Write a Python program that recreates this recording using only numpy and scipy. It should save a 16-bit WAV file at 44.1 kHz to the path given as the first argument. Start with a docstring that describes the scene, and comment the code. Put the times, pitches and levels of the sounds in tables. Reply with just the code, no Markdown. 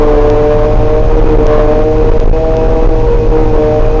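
"""Forage harvester, from inside the cab.

Picking up a grass swath, the knife drum whines and sags under load, the diesel drones and the cab shakes.
A gritty rush, part crop and part overload rasp, surges behind, and a few sharp ticks cut through.
The small camera's microphone is overloaded: every heave of the cab clips the whine into a flutter."""
import sys
import numpy as np
from scipy.fft import rfft, irfft, next_fast_len
from scipy.io import wavfile
from scipy.ndimage import uniform_filter1d, map_coordinates

SR = 44100
rng = np.random.default_rng(int(sys.argv[2]) if len(sys.argv) > 2 else 0)


def wav_record(signal):
    """Record a signal, one row per channel, as 16-bit PCM in the file named by sys.argv[1]."""
    frames = np.transpose(np.atleast_2d(signal))
    bounded = np.clip(frames, -1, 1)
    # unit amplitude maps onto the largest positive 16-bit level
    quanta = np.round(bounded * 32767).astype(np.int16)
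    wavfile.write(sys.argv[1], SR, quanta)


N = 176400


def amp(db):
    """Decibels to gain."""
    return 10 ** (np.asarray(db) / 20)


def unit_rms(x):
    """Scaled to rms 1."""
    return x / np.sqrt(np.mean(x ** 2) + 1e-20)


def gain_at(spectrum, hz):
    """Gain between (frequency [Hz], level [dB]) points, on a log frequency axis."""
    points_hz, db = np.transpose(spectrum)
    return amp(np.interp(np.log(hz + 1), np.log(points_hz + 1), db))


def curves(rows):
    """One value per sample for each column after the time."""
    times, *columns = np.transpose(rows)
    return [np.interp(np.arange(N) / SR, times, column) for column in columns]


def wobble(rate):
    """A smooth random curve, rate knots a second."""
    knots = rng.standard_normal(int(N * rate / SR) + 4)
    return map_coordinates(knots, [np.arange(N) * rate / SR])


def filtered(x, response):
    """x shaped by a gain that depends on frequency."""
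    size = next_fast_len(N + SR // 2)
    hz = np.fft.rfftfreq(size, 1 / SR)
    return irfft(rfft(x, size) * response(hz), size)[:N]


def noise(spectrum):
    """Coloured noise of rms 1."""
    return unit_rms(filtered(rng.standard_normal(N), lambda hz: gain_at(spectrum, hz)))


def tone(cycles, flutter_db, jitter_rad, rate):
    """A slightly unsteady tone of rms 1 that follows a count of cycles."""
    phase = 2 * np.pi * (cycles + rng.random()) + jitter_rad * wobble(rate)
    return unit_rms(np.sin(phase) * amp(flutter_db * wobble(rate)))


# Strong knife harmonics, heard in the cab: (time [s], 2nd [dB], 3rd [dB], 4th [dB], 5th [dB])
WHINE_LEVELS = [(0.0, -12, -7, -15.3, -21.5), (0.47, -21, -10.5, -12, -23),
                (0.67, -26.5, -11.5, -11.5, -25), (0.78, -20, -17.5, -18, -22.5),
                (0.94, -22.5, -9.5, -17, -27), (1.06, -24, -15, -17, -29), (1.23, -15, -8.5, -29, -23),
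                (1.31, -13.5, -10, -28.5, -40), (1.51, -19.5, -7.5, -10, -21),
                (1.7, -19, -12.5, -12, -21.9), (2.06, -18.5, -10.5, -22.5, -27.5),
                (2.14, -26, -10, -19, -30.5), (2.31, -21.5, -17, -23.5, -33),
                (2.41, -24.5, -15, -15, -25.5), (2.96, -18, -12.5, -20.5, -25),
                (3.06, -26, -12.5, -31, -27), (3.12, -35, -10, -30, -36), (3.29, -19.5, -16, -28.5, -31),
                (3.35, -14.5, -7.5, -25, -23.5), (3.51, -17.5, -14, -30.5, -24.5),
                (3.57, -18.8, -8.5, -17.5, -30.5), (3.74, -20.5, -14, -13, -20.5),
                (3.9, -31, -15.5, -18.5, -31), (4.0, -12, -10.5, -26, -19)]
# Faint harmonics above them: (multiple of the knife rate [-], level [dB])
WHINE_OVERTONES = [(6, -34.5), (7, -43), (10, -47.5), (16, -46.5)]


def knife_drum(cuts):
    """Up front, the whine: knife harmonics swell and fade with the load; higher ones waver more."""
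    strong = sum(amp(db) * tone(k * cuts, flutter_db=1.42, jitter_rad=.03 * k, rate=35)
                 for k, db in enumerate(curves(WHINE_LEVELS), 2))
    faint = sum(amp(db) * tone(k * cuts, flutter_db=4, jitter_rad=.35, rate=10)
                for k, db in WHINE_OVERTONES)
    return strong + faint


# Shaking of the cab around the microphone: (time [s], level [dB])
SHAKE_LEVELS = [(0.0, -4.5), (0.16, -3.5), (0.45, -12), (0.86, -4), (0.98, -9.5), (1.14, -1.5), (1.31, 0.5),
                (1.61, -4.5), (1.86, -8.5), (2.27, -0.3), (2.37, -5.5), (2.61, -10.5), (2.82, -3),
                (3.14, -6.5), (3.63, -4.5), (3.72, -15.5), (3.82, -3), (4.0, -6)]
# Engine orders that shake it: (multiple of the engine cycle [-], relative level [dB])
THROB_ORDERS = [(1, -11), (2, -4.5), (3, -10), (4, -18)]
# Jolts from the field below: (frequency [Hz], relative level [dB])
JOLT_SPECTRUM = [(5, -33.5), (12, -4.5), (20, -3), (30, -0.5), (40, -4), (52, -15), (70, -16.5), (120, -46),
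                 (300, -91.5)]


def cab_shake(engine_cycles):
    """The cab heaves at the engine's lowest orders and jolts over the field."""
    level_db, = curves(SHAKE_LEVELS)
    throb = sum(amp(db) * tone(k * engine_cycles, flutter_db=1.48, jitter_rad=.43, rate=7)
                for k, db in THROB_ORDERS)
    heave = amp(level_db) * (amp(-.58) * throb + amp(-4) * noise(JOLT_SPECTRUM))
    limit = 1.204  # the widest swings round off toward this
    return heave / (1 + (heave / limit) ** 4) ** (1 / 4)


# Sharp ticks, dry at the microphone: (time [s], peak [dB], ring against the snap [dB])
TICK_HITS = [(0.301, -5.5, -13.5), (1.4679, -8, 5), (2.201, -8, -17), (2.5683, -10.5, -1),
             (3.0012, -19, -10)]
# Their ring: (frequency [Hz], relative level [dB], time to fall 60 dB [s])
TICK_RING = [(3400, -3, .0016), (5800, -1, 0.0017)]


def ticks(snap_s=.00006):
    """Each tick is a one-sided snap and about a millisecond of ring."""
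    out = np.zeros(N)
    t = np.arange(SR // 100) / SR
    snap = np.exp(-t / snap_s)
    ring = sum(amp(db - 60 * t / t60) * np.sin(2 * np.pi * hz * t) for hz, db, t60 in TICK_RING)
    for start_s, peak_db, ring_db in TICK_HITS:
        tick = snap + amp(ring_db) * ring
        out[round(start_s * SR):][:len(t)] += amp(peak_db) * tick / np.abs(tick).max()
    return out


# The diesel's drone, heard in the cab: (time [s], level [dB])
DRONE_LEVELS = [(0, -16), (.3, -18), (.58, -15), (.72, -18), (.88, -13.5), (1.15, -20), (1.5, -16.5),
                (1.9, -20.5), (2.05, -15.5), (2.22, -27), (2.45, -22.5), (2.65, -18.5), (2.8, -28),
                (3.0, -18), (3.55, -19), (3.75, -17), (4.0, -22.5)]
# Broad machinery roar all around: (frequency [Hz], relative level [dB])
ROAR_SPECTRUM = [(30, -26.5), (75, 0), (130, 1), (190, -2.5), (260, -3), (400, -3.5), (540, -3), (700, -17),
                 (1000, -34.5), (2000, -56.5)]


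def engine(engine_cycles):
    """Under the whine, the diesel drones and the drives hum faintly over their broad roar."""
    drone_db, = curves(DRONE_LEVELS)
    drone = amp(drone_db) * tone(8 * engine_cycles, flutter_db=1.5, jitter_rad=.15, rate=9)
    hum = amp(-31) * tone(17 * engine_cycles, flutter_db=3, jitter_rad=.48, rate=9)
    roar = amp(-18 + 1.1 * wobble(7)) * noise(ROAR_SPECTRUM)
    return drone + hum + roar


# Surges of gritty rushing noise, before scaling for body and hiss: (time [s], level [dB])
RUSH_SURGES = [(0.0, -20.5), (0.67, -22), (0.78, -21.5), (0.86, -20), (1.02, -26.5), (1.29, -16.5),
               (1.39, -25.5), (1.59, -17.1), (1.88, -25.5), (2.12, -21.5), (2.33, -25.5), (2.72, -23.9),
               (3.31, -26), (3.39, -24.5), (3.86, -22), (4.0, -25)]
# Colour of the rush at the microphone: (frequency [Hz], relative level [dB])
RUSH_SPECTRUM = [(300, -29.5), (650, -2), (920, 3), (1150, -8.5), (1500, -9), (2000, -12.5), (2500, -12),
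                 (3200, -18), (4500, -21.5), (6500, -24), (8000, -28.5)]


def gritty_rush(cuts, chop_depth=.35):
    """In the background, rushing noise, part crop and part overload rasp, pulses with each cut."""
    level_db, = curves(RUSH_SURGES)
    rush = unit_rms(filtered(noise(RUSH_SPECTRUM), rush_peak_gain))
    rush *= 1 + chop_depth * np.sin(2 * np.pi * cuts)
    body = filtered(rush, lambda hz: 1 / (1 + (hz / 1800) ** 4))
    hiss = rush - body
    swell_db = level_db - level_db.mean()
    surging = amp(.9 * swell_db) * body + amp(.15 * swell_db) * hiss  # the hiss varies less
    return amp(level_db.mean() - 5.5) * surging


# Whistling peaks in the rush: (frequency [Hz], width [Hz], boost [dB])
RUSH_PEAKS = [(932, 45, 4), (1100, 29, 4.5), (1470, 33, 4.5), (2500, 220, 2)]


def rush_peak_gain(hz):
    """Narrow peaks on a flat response, near the knife whine's upper harmonics."""
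    return amp(sum(db / (1 + (2 * (hz - centre) / width) ** 2) for centre, width, db in RUSH_PEAKS))


# Drum speed, sagging under load: (time [s], knife passes [Hz])
KNIFE_RATE = [(0.0, 150.6), (0.18, 148), (0.63, 150.1), (0.74, 152.3), (0.8, 152), (1.21, 156.3),
              (1.45, 151.6), (1.67, 150.8), (1.88, 155), (2.27, 156.0), (2.37, 159.7), (2.82, 160),
              (2.88, 158.9), (3.29, 156.2), (3.43, 157), (3.61, 152.5), (3.8, 152.7), (4.0, 156.6)]


def scene():
    """The mono sound in the cab. The engine turns the knife drum, so both follow one speed."""
    knife_hz, = curves(KNIFE_RATE)
    cuts = np.cumsum(knife_hz) / SR
    engine_cycles = .0895 * cuts
    mix = knife_drum(cuts) + engine(engine_cycles) + cab_shake(engine_cycles) + gritty_rush(cuts)
    return mix[None]


# Treble roll-off of the camera's microphone: (frequency [Hz], gain [dB])
MIC_RESPONSE = [(5000, 0), (6500, -1), (7000, -5), (7400, -11), (7800, -47)]


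def record(dry, ceiling=.69, hardness=34, cutoff_hz=7700):
    """The camera in the cab clips hard, ticks notch the flat tops, and the treble is cut off."""
    clipped = dry[0] / (1 + np.abs(dry[0] / ceiling) ** hardness) ** (1 / hardness)
    swing_side = np.sign(uniform_filter1d(clipped, size=200))
    notched = np.clip(clipped - swing_side * ticks(), -ceiling, ceiling)  # ticks oppose the swing
    return filtered(notched, lambda hz: gain_at(MIC_RESPONSE, hz) * (hz < cutoff_hz))[None]


dry = scene()
out = record(dry)
wav_record(out)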